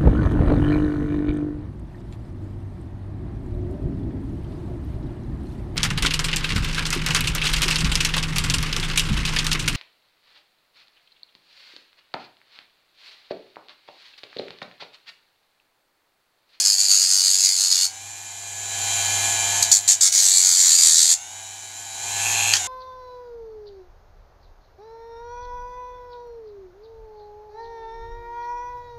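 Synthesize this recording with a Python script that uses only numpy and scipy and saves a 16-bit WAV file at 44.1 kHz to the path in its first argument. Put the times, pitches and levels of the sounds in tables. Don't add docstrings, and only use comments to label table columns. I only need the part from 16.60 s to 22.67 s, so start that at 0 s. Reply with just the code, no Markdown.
import sys
import numpy as np
from scipy import signal
from scipy.fft import rfft, irfft, next_fast_len
from scipy.io import wavfile
from scipy.ndimage import uniform_filter1d, minimum_filter1d, map_coordinates

SR = 44100
rng = np.random.default_rng(int(sys.argv[2]) if len(sys.argv) > 2 else 0)


def transcribe(u):
    v = np.clip(np.atleast_2d(u).T, -1, 1)
    q = np.round(v * 32767).astype(np.int16)
    wavfile.write(sys.argv[1], SR, q)


N = 267775
FREE_SPEED = 100

# time in seconds, level in dB.
MOTOR_LEVEL = [(0, -5), (1.3, -1), (2.0, -1.5), (2.7, 2.5), (3.6, 3), (4.8, 5.5), (5.3, 2), (5.7, 3.5),
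               (6.07, 3.5)]
# start and end in seconds, scrape level in dB, landing tick in dB.
PIN_CONTACTS = [(-0.1, 1.253, -1, -20), (3.026, 3.037, -7.5, -2.5), (3.115, 3.169, 1.5, -3),
                (3.278, 3.323, 4, 4), (3.409, 3.48, 2.5, 0), (3.52, 4.521, 0.5, -7)]
# frequency in Hz, level in dB.
SECOND_GRIP_COLOUR = [(200, -47.5), (1100, -30), (2300, -19.5), (2850, -26), (3500, -13), (4450, -6),
                      (5200, -13), (6300, -3.5), (6900, 0.5), (8300, -6.5), (9100, -16), (11700, -19),
                      (13200, -31), (15500, -33)]
# start in seconds, level in dB, seconds to fall 60 dB.
SWITCH_CLICKS = [(5.937, 1, 0.018), (5.942, -12.5, 0.17), (5.954, -12, 0.03), (5.967, -14, 0.047)]


def amp(db):
    return 10 ** (np.asarray(db) / 20)


def unit(x):
    return x / np.sqrt(np.mean(x ** 2) + 1e-20)


def along(points, hz):
    freqs, values = np.transpose(points)
    return np.interp(np.log(hz + 1), np.log(freqs), values)


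def curve(rows):
    times, values = np.transpose(rows)
    return np.interp(np.arange(N) / SR, times, values)


def wobble(rate):
    return map_coordinates(rng.standard_normal(int(N * rate / SR) + 4), [np.arange(N) * rate / SR])


def held(start, end, rise_s, fall_db_per_s):
    t = np.arange(N) / SR
    return np.clip((t - start) / rise_s, 0, 1) * amp(-fall_db_per_s * np.maximum(t - end, 0))


def filtered(x, response):
    size = next_fast_len(N + SR // 2)
    return irfft(rfft(x, size) * response(np.fft.rfftfreq(size, 1 / SR)), size)[:N]


def coloured(x, response):
    power = np.mean(np.abs(response(np.linspace(0, SR / 2, 4096))) ** 2)
    return filtered(x, lambda f: response(f) / np.sqrt(power))


def resonances(modes, f):
    return sum(amp(db) * 1j * f * width / (hz * hz - f * f + 1j * f * width) for hz, width, db in modes)


def bursts(rows):
    t = np.arange(N) / SR
    envelope = sum((t >= start) * amp(db - 60 * np.abs(t - start) / t60) for start, db, t60 in rows)
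    return envelope * rng.standard_normal(N)


def revolving(turns, repeat, renew):
    rim = rng.standard_normal((int(N / SR * renew) + 4, 460))
    wear, angle = np.arange(N) / SR * renew, turns % 1 * rim.shape[1]
    pattern = map_coordinates(rim, [wear, angle], mode="grid-wrap")
    return np.sqrt(repeat) * unit(pattern) + np.sqrt(1 - repeat) * rng.standard_normal(N)


def motor(speed, turns, mains):
    # multiple of the shaft rate, level in dB. Multiples of 8 are the armature's slots and vanes.
    shaft_orders = [(7, -40.5), (8, -39.5), (9, -44), (10.5, -48), (15, -45), (16, -45), (17, -38),
                    (21.4, -49), (24, -37), (25, -44), (31, -39.5), (32, -40), (35, -47), (39, -49),
                    (40, -35.5), (43, -44), (44.6, -46), (47, -46), (56, -49), (62, -45), (64, -39),
                    (65, -43), (67, -41), (70, -42), (72, -29), (73, -43), (75, -43), (77, -45), (80, -43),
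                    (88, -47), (96, -50), (112, -45), (113, -46), (120, -53)]
    # frequency in Hz, gain in dB.
    casing_gain = [(630, -12), (695, 0), (800, .5), (1650, 0), (2400, 1), (4000, 1.5), (5500, 0), (6350, 0),
                   (6550, 4), (6750, -1), (7200, 1), (7350, -4), (7600, 1), (11200, 0)]
    # frequency in Hz, level in dB.
    hiss_colour = [(25, -42), (60, -16), (180, -21.5), (380, -15), (560, -18.5), (780, -3), (1250, -16.5),
                   (2300, -9.5), (5200, -11), (7100, 2), (8600, -11), (11200, -16), (12600, -23.5),
                   (15500, -31.5)]
    pulse = np.cos(2 * np.pi * mains)
    tones = np.zeros(N)
    for multiple, db in shaft_orders:
        unsteadiness = np.sqrt(multiple / 40)
        jitter = .25 * unsteadiness * wobble(70)
        throb = 1 + .3 * unsteadiness * pulse
        phase = 2 * np.pi * (multiple * turns + rng.random()) + jitter
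        flutter_db = 2 * unsteadiness * wobble(22.01)
        tones += amp(db + flutter_db) * throb * np.sin(phase)
    whine = filtered(tones, lambda f: amp(along(casing_gain, f)))
    brushes = revolving(turns, repeat=.25, renew=3)
    sparks = brushes * amp(0.11 * pulse + 0.46 * np.cos(2 * np.pi * turns) + 0.84 * wobble(700))
    hiss = unit(filtered(sparks, lambda f: amp(along(hiss_colour, f))))
    return amp(curve(MOTOR_LEVEL)) * (speed / speed.max()) ** 2 * (whine + amp(-25) * hiss)


def drone(speed, turns, mains):
    shake_db = -39.5 - 5 * touching() + 1.2 * wobble(11)
    shake = amp(shake_db) * (speed / FREE_SPEED) ** 5 * np.sin(2 * np.pi * turns)
    hum = amp(-57) * np.sin(2 * np.pi * mains)
    return amp(curve(MOTOR_LEVEL)) * (shake + hum)


def touching():
    return sum(amp(db) * held(start, end, rise_s=0.0045, fall_db_per_s=434)
               for start, end, db, _ in PIN_CONTACTS)


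def pressure(speed, regrip_s=2):
    # time in seconds, scrape level in dB.
    first_press = [(0.0, -16.5), (0.038, -22.5), (0.054, -15), (0.174, -22.5), (0.194, -17), (0.27, -19),
                   (0.326, -13.5), (0.386, -17), (0.748, -17), (0.8, -18.5), (0.86, -14.5), (0.946, -23),
                   (1.012, -17.5), (1.096, -23), (1.116, -17.5), (1.25, -19)]
    second_press = [(3.54, -17), (3.574, -15), (3.624, -15), (4.194, -16), (4.248, -13), (4.316, -15.5),
                    (4.416, -13.5), (4.468, -18.5), (4.52, -11)]
    force = touching() * amp(0.3775 * (FREE_SPEED - speed))
    early = np.arange(N) / SR < regrip_s
    return force * early * amp(curve(first_press)), force * ~early * amp(curve(second_press))


def patchy(x, depth_db):
    spectra = signal.stft(x, nperseg=512)[2]
    bands = uniform_filter1d(rng.standard_normal(spectra.shape), size=9, axis=0)
    patches = uniform_filter1d(bands, size=18, axis=1)
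    return signal.istft(spectra * amp(depth_db * unit(patches)), nperseg=512)[1][:N]


def pin_response(colour):
    # frequency in Hz, width in Hz, level in dB relative to the scrape.
    pin_rings = [(4410, 60, -3), (4570, 60, 1), (4783, 45, -1), (4995, 80, 0), (5411, 45, -1),
                 (5884, 55, -1), (6770, 35, 3), (7077, 50, -4), (7314, 48, -1), (7475, 70, -4),
                 (7680, 30, -4), (8145, 35, -4)]
    return lambda f: amp(along(colour, f)) * (1 + resonances(pin_rings, f))


def grinding(turns, force, colour, bite_db, high_spot, patchy_db):
    contact = np.tanh(1.33 * np.cos(2 * np.pi * (turns - high_spot) + 0.48 * wobble(40)))
    bite = amp(bite_db * contact + wobble(110) + wobble(900))
    grit = revolving(turns, repeat=.65, renew=9)
    scrape = unit(patchy(grit, patchy_db) * bite)
    fizz = filtered(rng.standard_normal(N), lambda f: 1 - 1 / (1 + (f / 8500) ** 8))
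    scrape += amp(-3 + 1.6 * wobble(13)) * fizz
    return coloured(scrape * force, pin_response(colour))


def pin_ticks(t60_s=0.028):
    landings = [(start, db, t60_s) for start, _, _, db in PIN_CONTACTS]
    return coloured(bursts(landings), pin_response(SECOND_GRIP_COLOUR))


def housing_buzz(mains):
    # frequency in Hz, width in Hz, gain in dB, for one trip through the shell.
    shell_modes = [(1660, 240, -7), (2615, 410, 3.5), (3300, 250, -3.5), (4120, 160, 0), (6460, 370, 2),
                   (7600, 250, -7)]
    cycles = mains + .007 * wobble(18)
    jolts = np.diff(np.floor(cycles), prepend=0) * amp(3.6 * wobble(35))
    chatter = 0.2 * rng.standard_normal(N) * np.exp(-(cycles % 1) / 0.12)
    ringing = filtered(jolts + chatter, lambda f: resonances(shell_modes, f) ** 2)
    swell = held(start=5.45, end=SWITCH_CLICKS[0][0], rise_s=.28, fall_db_per_s=900)
    return amp(-22.5 + 1.8 * wobble(25)) * swell * unit(ringing)


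def switch_snap(low_hz=1000, high_hz=8500):
    # frequency in Hz, width in Hz, gain in dB.
    plastic_modes = [(1790, 230, 4.5), (2750, 750, -2), (3270, 230, 1), (4670, 750, 3), (5660, 980, 2),
                     (6430, 450, 8.5), (9000, 1000, -32)]
    band = lambda f: f ** 2 / (f ** 2 + low_hz ** 2) / (1 + (f / high_hz) ** 4)
    return coloured(bursts(SWITCH_CLICKS), lambda f: resonances(plastic_modes, f) * band(f))


def coasting(turns, peak_s=6.015, width_s=0.018):
    swell = np.exp(-((np.arange(N) / SR - peak_s) / width_s) ** 2)
    return amp(-25) * swell * np.sin(2 * np.pi * 8 * turns)


def workshop(x, low_cut_hz=900):
    # frequency in Hz, seconds to fall 60 dB.
    decay_times = [(200, 0.16), (2000, 0.089), (7000, 0.089), (14000, 0.023)]
    hz, t, spectra = signal.stft(rng.standard_normal(SR // 3), SR, nperseg=256)
    decay = amp(-60 * t / along(decay_times, hz)[:, None])
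    tail = signal.istft(spectra * decay, SR, nperseg=256)[1]
    echo = signal.fftconvolve(x, np.pad(tail, (130, 0)) / np.linalg.norm(tail))[:N]
    return amp(-17) * filtered(echo, lambda f: f ** 2 / (f ** 2 + low_cut_hz ** 2))


def scene():
    # time in seconds, turns per second.
    shaft_speed = [(0.0, 96.9), (0.05, 100.2), (0.15, 95.9), (0.25, 100.0), (0.41, 94.6), (0.88, 96.4),
                   (1.0, 93.8), (1.27, 93.9), (1.47, 100.1), (3.28, 99.1), (3.58, 92.9), (3.89, 91.7),
                   (4.31, 81.1), (4.48, 82.3), (4.73, 95.6), (4.97, 98.3), (5.12, 96.2), (5.19, 99.8),
                   (5.38, 98.9), (5.85, 103.0), (5.92, 101.6), (6.07, 86.5)]
    speed = curve(shaft_speed) * (1 + .007 * wobble(13))
    turns = np.cumsum(speed) / SR
    mains = 120 * np.arange(N) / SR
    tool = motor(speed, turns, mains) + drone(speed, turns, mains) + housing_buzz(mains) + coasting(turns)
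    knocks = pin_ticks() + switch_snap()
    first_force, second_force = pressure(speed)
    # frequency in Hz, level in dB.
    first_grip_colour = [(200, -38.5), (900, -32), (1350, -21), (2700, -16.5), (3700, -11.5), (4350, 2.5),
                         (5100, 0), (5750, -7), (6500, 6), (7500, -2), (8800, -6.5), (11600, -15.5),
                         (13000, -22), (15500, -30.5)]
    first = grinding(turns, first_force, first_grip_colour, bite_db=5.5, high_spot=0.063, patchy_db=1.1)
    second = grinding(turns, second_force, SECOND_GRIP_COLOUR, bite_db=4, high_spot=0.39, patchy_db=1.6)
    direct = tool + knocks + amp(12.5) * first + amp(12) * second
    return (direct + workshop(direct))[None]


def gain_control(x, threshold_db=-22, slope=0.68, attack_s=0.072, hold_s=0.32, release_s=0.53):
    step = 1 / (attack_s * SR)
    power = signal.lfilter([step], [1, step - 1], x ** 2, zi=[np.mean(x[:SR // 10] ** 2)])[0]
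    span, fade = int(hold_s * SR), int(release_s * SR)
    peak = -minimum_filter1d(-np.sqrt(power), span, origin=(span - 1) // 2, mode="nearest")
    level = np.maximum(peak, uniform_filter1d(peak, fade, origin=(fade - 1) // 2, mode="nearest"))
    return x * np.maximum(level / amp(threshold_db), 1) ** -slope


def record(dry):
    ducked = gain_control(dry[0])
    saturated = ducked / (1 + (ducked / .92) ** 6) ** (1 / 6)
    return filtered(saturated, lambda f: f < 15700)[None]


dry = scene()
out = record(dry)
transcribe(out)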